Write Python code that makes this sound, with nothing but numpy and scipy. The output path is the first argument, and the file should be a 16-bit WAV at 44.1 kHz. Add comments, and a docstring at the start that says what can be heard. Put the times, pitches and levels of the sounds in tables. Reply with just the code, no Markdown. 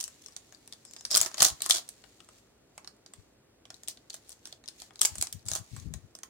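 """Tearing a foil card pack

Hands peel open the sealed seam of a foil card pack, close to two microphones in a small quiet room.
Buckling facets are noise bursts with ringing modes; rips, creaks and rubbing are trains of tiny fractures.
Soft low bumps reach mostly the left microphone; echoes, a diffuse tail and still room air surround it all."""
import sys
import numpy as np
from scipy import signal
from scipy.fft import rfft, irfft
from scipy.io import wavfile
from scipy.ndimage import uniform_filter1d

SR = 44100
rng = np.random.default_rng(int(sys.argv[2]) if len(sys.argv) > 2 else 0)


def inscribe(sig):
    """Save sig as 16-bit PCM at rate SR to the path in sys.argv[1].

    A 1-D sig is mono; a 2-D sig holds one channel per row.
    Samples are clipped to [-1, 1] before scaling.
    """
    pcm = np.round(np.clip(np.atleast_2d(sig).T, -1, 1) * 32767)
    wavfile.write(sys.argv[1], SR, pcm.astype(np.int16))


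N = 277389  # length in samples


def amp(db):
    """Logarithmic level: decibels become an amplitude ratio."""
    return 10 ** (np.asarray(db) / 20)


def unit(x):
    """Mean-square normalisation: scales a signal to rms 1."""
    return x / np.sqrt(np.mean(x ** 2) + 1e-20)


def read(points, hz):
    """Interpolation on a log-frequency axis, as the ear spaces pitch."""
    point_hz, value = np.transpose(points)
    return np.interp(np.log(hz + 1), np.log(point_hz + 1), value)


def sides(db):
    """Interaural level difference: left and right gains for left minus right in dB."""
    return amp(np.array([[db], [-db]]) / 2)


def add(mix, s, sound):
    """Superposition: adds a stereo sound to the mix at time s in seconds."""
    part = mix[:, max(round(s * SR), 0):][:, :sound.shape[1]]
    part += sound[:, :part.shape[1]]


def colour(x, points, size=2048):
    """Minimum-phase filtering: shapes the spectrum with energy 1 and keeps the fronts of clicks sharp."""
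    log_gain = np.log(amp(read(points, abs(np.fft.fftfreq(size, 1 / SR)))))
    # the Hilbert transform of the log gain gives the minimum phase
    spectrum = np.exp(np.conj(signal.hilbert(log_gain)))
    taps = np.fft.ifft(spectrum).real[:size // 2]
    taps = taps / np.linalg.norm(taps)
    return signal.fftconvolve(x, taps[None], axes=1)[:, :x.shape[1]]


def pair(x, same):
    """Coherence: mixes two unrelated channels to the given correlation."""
    same = np.clip(same, -1, 1)
    right = same * x[0] + np.sqrt(1 - same ** 2) * x[1]
    return np.array([x[0], right])


def resonate(x, hz, width_hz):
    """Damped resonance: one broad peak of gain 1."""
    b, a = signal.iirpeak(hz, hz / width_hz, SR)
    return signal.lfilter(b, a, x)


def swell(start, crest, end, crest_db, rise_db, fall_db):
    """Force envelope: a movement builds to a crest, eases off and lets go, in straight lines of dB."""
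    t = np.arange(N) / SR
    level_db = np.interp(t, [start, crest, end], [crest_db - rise_db, crest_db, crest_db - fall_db])
    return amp(level_db) * ((t >= start) & (t < end))


def fractures(per_s, spread_db, size=300):
    """Shot noise: a random train of tiny bursts of exponentially scattered level, scaled to rms 1."""
    level_db = spread_db * np.minimum(rng.exponential(1, N), 2.5)
    heights = amp(level_db) * (rng.random(N) < per_s / SR)
    t = np.arange(size) / SR
    burst = t * np.exp(-t / 0.00047)
    power = signal.oaconvolve(heights ** 2, burst ** 2)[:N]
    return unit(np.sqrt(abs(power)) * rng.standard_normal((2, N)))


# Spectrum of the still air. Each row: frequency in Hz, relative level in dB.
AIR_SPECTRUM = [(20, -48), (32, -26), (55, -6), (85, -11), (115, -6), (160, -12), (240, -8), (380, -9),
                (640, -14), (1000, -21), (2500, -25.5), (8000, -29), (11000, -35.5), (16000, -40)]
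# Likeness of left and right in the still air. Each row: frequency in Hz, correlation from -1 to 1.
AIR_COHERENCE = [(60, 1), (130, 0.91), (290, 0.9), (640, 0.029), (1410, 0.94), (3100, -0.45), (6820, -0.96),
                 (15000, 0.16)]
AIR_DB = -64.0  # rms


def quiet():
    """Stationary noise: a low ventilation murmur under faint hiss, with its own coherence in each band."""
    hz = np.fft.rfftfreq(N, 1 / SR)
    bins = pair(rfft(rng.standard_normal((2, N))), read(AIR_COHERENCE, hz))
    return amp(AIR_DB) * unit(irfft(bins * amp(read(AIR_SPECTRUM, hz)), N))


# Echoes from hands and table top. Each row: delay in seconds, left gain, right gain.
ECHOES = [(.0021, 0.2, -.1), (.0043, -0.23, .12), (.0064, .1, .09)]
# Reverberation time of the diffuse tail. Each row: frequency in Hz, time to fall 60 dB in seconds.
ROOM_T60 = [(300, 0.19), (800, .3), (2000, 0.19), (5500, 0.17), (9000, 0.17), (15000, 0.15)]
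# Starting spectrum of the tail. Each row: frequency in Hz, relative level in dB.
ROOM_COLOUR = [(100, -10.5), (500, -10.5), (900, -3), (2000, -3.5), (4000, -6.5), (7000, -4.5),
               (11000, -8.5), (15000, -3)]


def room(x, count=3):
    """Reverberation: close reflections, then exponentially decaying tails that take turns."""
    out = np.zeros((2, N))
    for delay, left, right in ECHOES:
        add(out, delay, x * np.array([[left], [right]]))
    for k in range(count):
        hz, t, z = signal.stft(rng.standard_normal((2, SR // 2)), SR, nperseg=256)
        decay_db = read(ROOM_COLOUR, hz)[:, None] - 60 * t / read(ROOM_T60, hz)[:, None]
        tail = signal.istft(z * amp(decay_db), SR, nperseg=256)[1]
        tail_t = np.arange(tail.shape[1]) / SR
        tail = tail * (1 - np.exp(-(tail_t / 0.0017) ** 2))  # soft onset
        tail = tail / np.linalg.norm(tail[0])
        # the share of each tail swings at 3.5 Hz while the summed power stays even
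        share = np.sqrt(2 / count) * np.cos(np.pi * (7 * np.arange(N) / SR + k / count))
        out += amp(-6.5) * signal.fftconvolve(x * share, tail, axes=1)[:, :N]
    return out


# Soft low bumps. Each row: start in seconds, nominal level in dB, frequency in Hz.
BUMPS = [(1.202, -45, 67.4), (1.411, -43, 155), (1.518, -40, 86), (3.189, -48.5, 110), (5.122, -43, 86),
         (5.191, -37, 104), (5.354, -35.5, 104.3), (5.465, -38, 88), (5.52, -36.5, 89), (5.603, -37.5, 123),
         (5.734, -35.5, 129), (5.78, -36, 76), (5.827, -38.5, 104.7), (5.865, -28.5, 99), (5.908, -34, 93),
         (5.954, -30.5, 78), (6.039, -46, 115)]
# Spectrum of their rumble. Each row: frequency in Hz, relative level in dB.
RUMBLE_SPECTRUM = [(20, -30), (50, -8), (90, 2.5), (140, -3.5), (220, -14.5), (400, -30.5), (1000, -69)]


def bumps(size=6000):
    """Near-field pressure pulses: a low push and ragged rumble, almost wholly on the left microphone."""
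    lead = 0.025  # s of swelling before the start
    t = np.arange(size) / SR - lead
    out = np.zeros((2, N))
    for s, level_db, hz in BUMPS:
        push = np.exp(-((t - .007) / 0.0099) ** 2) * np.sin(2 * np.pi * hz * t)
        noise = rng.standard_normal((1, size)) * np.exp(-abs(t) / 0.017)
        rumble = unit(colour(noise, RUMBLE_SPECTRUM))
        bump = amp(level_db) * (0.59 * push + 0.18 * rumble)
        add(out, s - lead, bump * amp([[3.0], [-20.0]]))
    return out


# Strokes of fingers and cards over the foil.
# Each row: start in seconds, crest in seconds, end in seconds, crest drive level in dB.
STROKES = [(0, .03, 1.5, -57.5), (1.053, 1.364, 2.4, -52.5), (2.303, 2.354, 2.56, -64),
           (2.55, 2.78, 3.2, -71.5), (3.07, 3.17, 3.34, -65.5), (3.66, 3.738, 4.54, -65.5),
           (4.1, 4.26, 4.42, -63.5), (4.42, 4.48, 4.58, -56.5), (4.718, 4.806, 4.9, -50.5),
           (4.925, 5.145, 5.43, -52), (5.599, 5.777, 5.88, -50.5), (5.873, 5.95, 6.15, -65)]
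STROKE_RISE_DB, STROKE_FALL_DB = 14, 13
HOLD_DB = -82.5  # drive level of the resting grip


def rubbing():
    """Friction drive: all the strokes, with softened ends, over the faint rub of a resting hand."""
    strokes = sum(swell(*row, STROKE_RISE_DB, STROKE_FALL_DB) for row in STROKES)
    return uniform_filter1d(strokes, size=900) + amp(HOLD_DB)


# Spectrum of skin and cards on foil. Each row: frequency in Hz, relative level in dB.
RUB_SPECTRUM = [(1060, -42), (1800, -10.5), (2920, -11), (4370, -6.5), (5200, -9), (7090, -6), (11700, -18),
                (13900, -20), (16000, -22)]


def slide():
    """Sliding friction: skin and cards drag over the foil as a dense train of small slips."""
    slips = fractures(per_s=1300, spread_db=-0.5)
    return amp(-4.5) * colour(slips * rubbing(), RUB_SPECTRUM)


# Tugs that strain the sealed seam before it gives.
# Each row: start in seconds, crest in seconds, end in seconds, crest drive level in dB.
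TUGS = [(.845, 0.853, .96, -55), (.96, 0.987, 1.04, -53), (1.045, 1.07, 1.1, -60), (1.1, 1.12, 1.16, -31)]
TUG_RISE_DB, TUG_FALL_DB = 16, 14
# Band of the stretched foil. Each row: frequency in Hz, relative level in dB.
CREAK_SPECTRUM = [(3000, -36), (4600, -14.5), (5200, 2.5), (5900, -13.5), (7400, -4.5), (9000, -27.5),
                  (14000, -33.5)]


def creak():
    """Fibre fracture under strain: parting glue excites a narrow band of the stretched foil."""
    strain = sum(swell(*row, TUG_RISE_DB, TUG_FALL_DB) for row in TUGS)
    return colour(fractures(per_s=1500, spread_db=5.5) * strain, CREAK_SPECTRUM)


MEDIUM_HZ, MEDIUM_DB = 6450, -25.5  # ring and level of a medium snap
TICK_DB, TICK_SCATTER_DB = 11.5, 2.5  # nominal level above the rubbing drive, and its scatter


def stray_ticks(count=40):
    """Random buckling: small facets give way at levels that follow the rubbing drive."""
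    rub_db = 20 * np.log10(abs(rubbing()) + 1e-6)
    places, chance = rng.integers(0, N, count), rng.standard_normal((count, 3))
    rows = []
    for at, (size, pitch, side) in zip(places, chance):
        level_db = rub_db[at] + TICK_DB + TICK_SCATTER_DB * size
        rows.append((at / SR, level_db, MEDIUM_HZ * 2 ** (.3 * pitch), 4.8 * side))
    return rows


# mean wait in seconds, level relative to the snap in dB, pitch scatter in octaves
FOLLOW_S, FOLLOW_DB, FOLLOW_OCTAVES = .005, -20, 0.22


def neighbours(count=2):
    """Cascade buckling: each snap tips its neighbours over, weaker and at uneven waits."""
    rows = []
    for s, peak_db, hz, _, pan_db in SNAPS:
        wait, size, pitch, side = rng.uniform(-1, 1, (count, 4)).T
        times = s + np.cumsum(FOLLOW_S * (1 + .7 * wait))
        levels_db = peak_db + FOLLOW_DB + 3.5 * size
        rows += zip(times, levels_db, hz * 2 ** (FOLLOW_OCTAVES * pitch), pan_db + 4.0 * side)
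    return rows


def ring(peak_db, hz, pan_db, count=4, size=500):
    """Modal vibration: a cluster of close, damped modes, detuned and phased apart on each side."""
    t = np.arange(size) / SR
    detune, phase = rng.uniform(-1, 1, (2, count, 2, 1))
    modes = np.sin(2 * np.pi * (hz * (1 + .13 * detune) * t + phase)).sum(0)
    envelope = (t / .0005) ** 2 * np.exp(-t / 0.00068)
    return amp(peak_db - 16.5) * unit(modes * envelope) * sides(pan_db)


CRACK_S = .00046  # time constant of a facet flipping


def facet_flip(t):
    """Snap-through: a sudden rise and exponential fall as a facet changes shape."""
    return (t / CRACK_S) ** 2 * np.exp(-t / CRACK_S)


# Spectrum of the foil sheet. Each row: frequency in Hz, relative level in dB.
FOIL_SPECTRUM = [(300, -37), (1000, -27), (2000, -11), (2850, -6.5), (3500, 0), (5500, 1), (7800, 0.5),
                 (10000, 0), (12000, -8.5), (14000, -7), (16000, -14.5)]


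def crinkles(size=500):
    """Small-scale buckling: each facet ticks and rings briefly, too weak to knock the pack."""
    t = np.arange(size) / SR
    ticks, rings = np.zeros((2, 2, N))
    for s, peak_db, hz, pan_db in stray_ticks() + neighbours():
        tick = unit(facet_flip(t) * rng.standard_normal((2, size)))
        add(ticks, s, amp(peak_db - 17.0) * tick * sides(pan_db))
        add(rings, s, ring(peak_db, hz, pan_db))
    return colour(ticks, FOIL_SPECTRUM) + rings


# Runs of tiny fractures as the seam parts or the foil crumples.
# Each row: start in seconds, crest in seconds, end in seconds, crest drive level in dB,
# pack level setting in dB, ring in Hz.
RIPS = [(.002, 0.006, 0.019, -30, -10, 7160), (1.101, 1.15, 1.253, -35, 4, 5100),
        (1.244, 1.267, 1.292, -44.5, 10.5, 5990), (1.369, 1.392, 1.47, -37.5, 5.5, 4520),
        (1.4, 1.44, 1.503, -25, 0, 6200), (1.619, 1.663, 1.68, -39.5, 0, 4530),
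        (1.692, 1.695, 1.754, -26, -5, 7050), (1.741, 1.76, 1.801, -32, 1.5, 4180),
        (3.884, 3.887, 3.92, -44, -16, 4400), (4.128, 4.137, 4.175, -47, -9, 4600),
        (4.277, 4.318, 4.336, -47, -2, 7300), (5.012, 5.003, 5.062, -27.5, -6, 8200),
        (5.143, 5.233, 5.22, -50, -7, 7900), (5.451, 5.496, 5.53, -41, -0.5, 8000),
        (5.523, 5.562, 5.593, -38, 3.5, 6800)]
RIP_RISE_DB, RIP_FALL_DB = 8, 13.5
# Spectrum of the hollow pack. Each row: frequency in Hz, relative level in dB.
PACK_SPECTRUM = [(60, -17), (200, -10), (290, -10.5), (345, -1.5), (420, -9.5), (520, -8.5), (640, 1),
                 (780, -2), (920, -7.5), (1150, -1.5), (1500, -5), (2200, -7.5), (3200, -10), (6000, -37)]


def rips():
    """Fracture-driven resonance: dense breaks in the seam ring the taut sheet and shake the pack."""
    out = np.zeros((2, N))
    grains = fractures(per_s=450, spread_db=3.0)
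    sheet = colour(grains, FOIL_SPECTRUM)
    pack = colour(pair(grains, 0.98), PACK_SPECTRUM) * sides(1.0)
    for start, crest, end, crest_db, pack_db, hz in RIPS:
        pull = swell(start, crest, end, crest_db, RIP_RISE_DB, RIP_FALL_DB)
        run = pull > 0
        taut = resonate(sheet[:, run], hz, width_hz=3700)
        layers = amp(-3.5) * sheet[:, run] + amp(-1.0) * taut + amp(pack_db - 14.0) * pack[:, run]
        add(out, start, pull[run] * layers)
    return out


def facet_colour(hz, top_db):
    """Resonant radiation: a facet is favoured near its ring, with chance humps and more or less treble."""
    f = np.geomspace(300, 16000, num=24)
    near_ring = -3.0 * np.minimum(abs(np.log2(f / hz)), 1)
    top = 0.76 * (top_db + 18.5) * np.clip((f - 8500) / 3500, 0, 1)
    humps_db = 2.2 * rng.standard_normal(len(f))
    return np.transpose([f, read(FOIL_SPECTRUM, f) + near_ring + top + humps_db])


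def crack(peak_db, hz, body_db, top_db, pan_db, size=1600):
    """Impulsive excitation: a flipping facet bursts, flutters as it settles and knocks the hollow pack."""
    t = np.arange(size) / SR
    crack_noise, body_noise = rng.standard_normal((2, 2, size))
    flip = facet_flip(t) + 0.018 * np.exp(-t / 0.015)  # the slow part is the flutter
    burst = unit(colour(pair(crack_noise, 0.065) * flip, facet_colour(hz, top_db)))
    burst[1] = np.interp(t - .00016, t, burst[1], left=0)  # the right microphone is a little farther away
    thud = (1 - np.exp(-t / .001)) * np.exp(-t / .003)
    knock = unit(colour(pair(body_noise, 0.9) * thud, PACK_SPECTRUM)) * sides(-3.0)
    return amp(peak_db - 21.5) * (burst + amp(body_db + 8.5) * knock) * sides(pan_db)


# treble setting of a medium snap in dB, its growth in dB per octave of ring and in dB per dB of level
TOP_DB, TOP_DB_PER_OCTAVE, TOP_DB_PER_DB = -20, 11, 0.28
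# Single buckles of foil facets. Each row: start in seconds, nominal peak level in dB, ring in Hz,
# level setting of the hollow pack's knock relative to the snap in dB, left minus right in dB.
SNAPS = [(.0074, -27, 5900, -23.5, -2), (0.0278, -31.5, 8950, -22, 10), (0.0395, -20, 7060, -39, 2),
         (0.0781, -30.5, 7200, -20.5, 1), (0.2609, -32, 5800, -24.5, 4), (.2836, -40.5, 5340, -14, 6),
         (0.364, -26, 6380, -25.5, -3), (.5232, -41.5, 6340, -9.5, 5.5), (0.5469, -40.5, 4200, -30, 6),
         (0.6755, -37, 8600, -17.5, 2), (0.7245, -30, 5370, -22, 6.5), (.7334, -37.5, 5230, -20, -9),
         (0.8509, -37, 7360, -20, 5), (0.9104, -40, 7200, -23, 0), (0.935, -33.5, 7300, -27, 4),
         (0.9636, -33.5, 5760, -16.5, -3.5), (1.0087, -33.5, 6100, -20.5, 0),
         (1.0509, -20, 5390, -23, -0.5), (1.1068, -23, 5070, -34, 5.5), (1.1121, -15, 5270, -35, -3),
         (1.1432, -10.5, 4700, -23.5, -5), (1.1498, -6.5, 5050, -33.5, 0.5), (1.1595, -10, 9340, -18, -4),
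         (1.17, -5, 7250, -25.5, 0.5), (1.1753, -8, 8030, -37, 6.5), (1.2028, -15.5, 5760, -26, -2),
         (1.2129, -7.5, 7630, -25, 3.5), (1.2294, -18.5, 4740, -21, 4), (1.2607, -19.5, 6340, -16.5, -5.5),
         (1.3142, -37.5, 6250, -8.5, 4), (1.3428, -25.5, 6397, -14, 3.5), (1.3799, -25.5, 4400, -12.5, -2),
         (1.4047, -9.5, 4530, -17.5, 1), (1.4202, -4, 6850, -16, -5), (1.4268, -3, 8950, -42, -2),
         (1.4461, -6.5, 6800, -32, 2), (1.4494, -6, 6540, -26, -8), (1.6046, -31, 4270, -13.5, 0),
         (1.6194, -15, 7570, -27, 1), (1.661, -18, 7620, -16.5, 0), (1.6973, -12.5, 8520, -17.5, 6),
         (1.7081, -4, 3550, -26.5, 3), (1.7208, -17, 4080, -33, -6), (1.889, -26, 8800, -27, -3),
         (2.0391, -47.5, 3950, -1.5, 12), (2.2033, -42.5, 3170, -8, 6), (2.288, -44.5, 7700, -5, 2),
         (2.7778, -33.5, 7670, -8, 0.5), (2.8452, -39, 3930, -12.5, 1), (2.8746, -31.5, 4950, -16.5, -1.5),
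         (3.0615, -38.5, 5170, -18.5, -3), (3.1359, -35.5, 7580, -15.5, 0), (3.6533, -41, 3410, -15, -3),
         (3.703, -32, 5970, -12.5, 1), (3.7423, -37.5, 4250, -39, 4), (3.8336, -34.5, 7240, -21, -1.5),
         (3.8759, -31.5, 3430, -32, 8), (3.8831, -19.5, 8200, -27, -2), (3.9722, -42, 4000, -14, 0),
         (4.0989, -34, 6760, -25, 4), (4.1025, -28.5, 4170, -25, 0), (4.142, -27.5, 8290, -18.5, -2),
         (4.2926, -34, 9020, -24.5, 2), (4.4545, -28, 5700, -20.5, 4), (4.472, -34.5, 8100, -22, -3),
         (4.5255, -32, 4030, -17.5, -0.5), (4.6388, -43.5, 4040, -10.5, -0.5), (4.6583, -43, 5580, -24, 7),
         (4.6775, -31, 4500, -28.5, 6), (4.685, -26.5, 5000, -27.5, 1.5), (4.8186, -29.5, 5000, -17.5, 5.5),
         (4.9065, -50, 2950, 0, 5.5), (4.9571, -37, 4800, -19, -0.5), (4.9922, -30, 5980, -26, 7),
         (5.0113, -14.5, 8200, -21.5, -1), (5.0148, -6.5, 8060, -25.5, 4),
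         (5.0496, -10.5, 6420, -17.5, 0.5), (5.0542, -7.5, 7460, -38, -3), (5.1545, -28, 8470, -17.5, 0),
         (5.1822, -25, 8250, -25, 1), (5.212, -16.5, 8020, -34, 0), (5.224, -12.5, 7350, -23, 0.5),
         (5.2698, -27, 5700, -21.5, 0), (5.3261, -23, 7770, -32, -2), (5.4852, -23, 7260, -24, 7),
         (5.515, -19, 6530, -18.5, -0.5), (5.5343, -22, 6730, -23, 12), (5.5512, -19.5, 6840, -22, -7),
         (5.7639, -34.5, 7970, -10.5, 0.5), (5.9379, -27.5, 7040, -17, 2), (6.151, -31.5, 5480, -18.5, -1),
         (6.1876, -39.5, 7908, -17, -6), (6.2327, -28, 6470, -16.5, -3)]


def snaps():
    """Snap-through buckling: each facet gives a broad crack and a pitched ring, brighter when strong."""
    cracks, rings = np.zeros((2, 2, N))
    for s, peak_db, hz, body_db, pan_db in SNAPS:
        octaves = np.log2(hz / MEDIUM_HZ)
        top_db = TOP_DB + TOP_DB_PER_OCTAVE * octaves + TOP_DB_PER_DB * (peak_db - MEDIUM_DB)
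        add(cracks, s, crack(peak_db, hz, body_db, top_db, pan_db))
        add(rings, s, ring(peak_db, hz, pan_db))
    return cracks, rings


def scene():
    """Directivity: the snaps' rings are beamed narrowly, so less of them feeds the reverberation."""
    cracks, rings = snaps()
    foil = cracks + crinkles() + rips() + creak() + slide()
    reverberation = room(foil + .5 * rings)
    return foil + rings + reverberation + bumps() + quiet()


EDGE_HZ = 16100  # upper band edge


def record(dry):
    """Amplitude and band limiting: peaks clip at 0.9, then a linear-phase filter removes the top band."""
    low_pass = signal.firwin(255, EDGE_HZ, window=("kaiser", 8), fs=SR)
    limited = np.clip(dry, -.9, .9)
    return signal.oaconvolve(limited, low_pass[None], "same")


dry = scene()
out = record(dry)
inscribe(out)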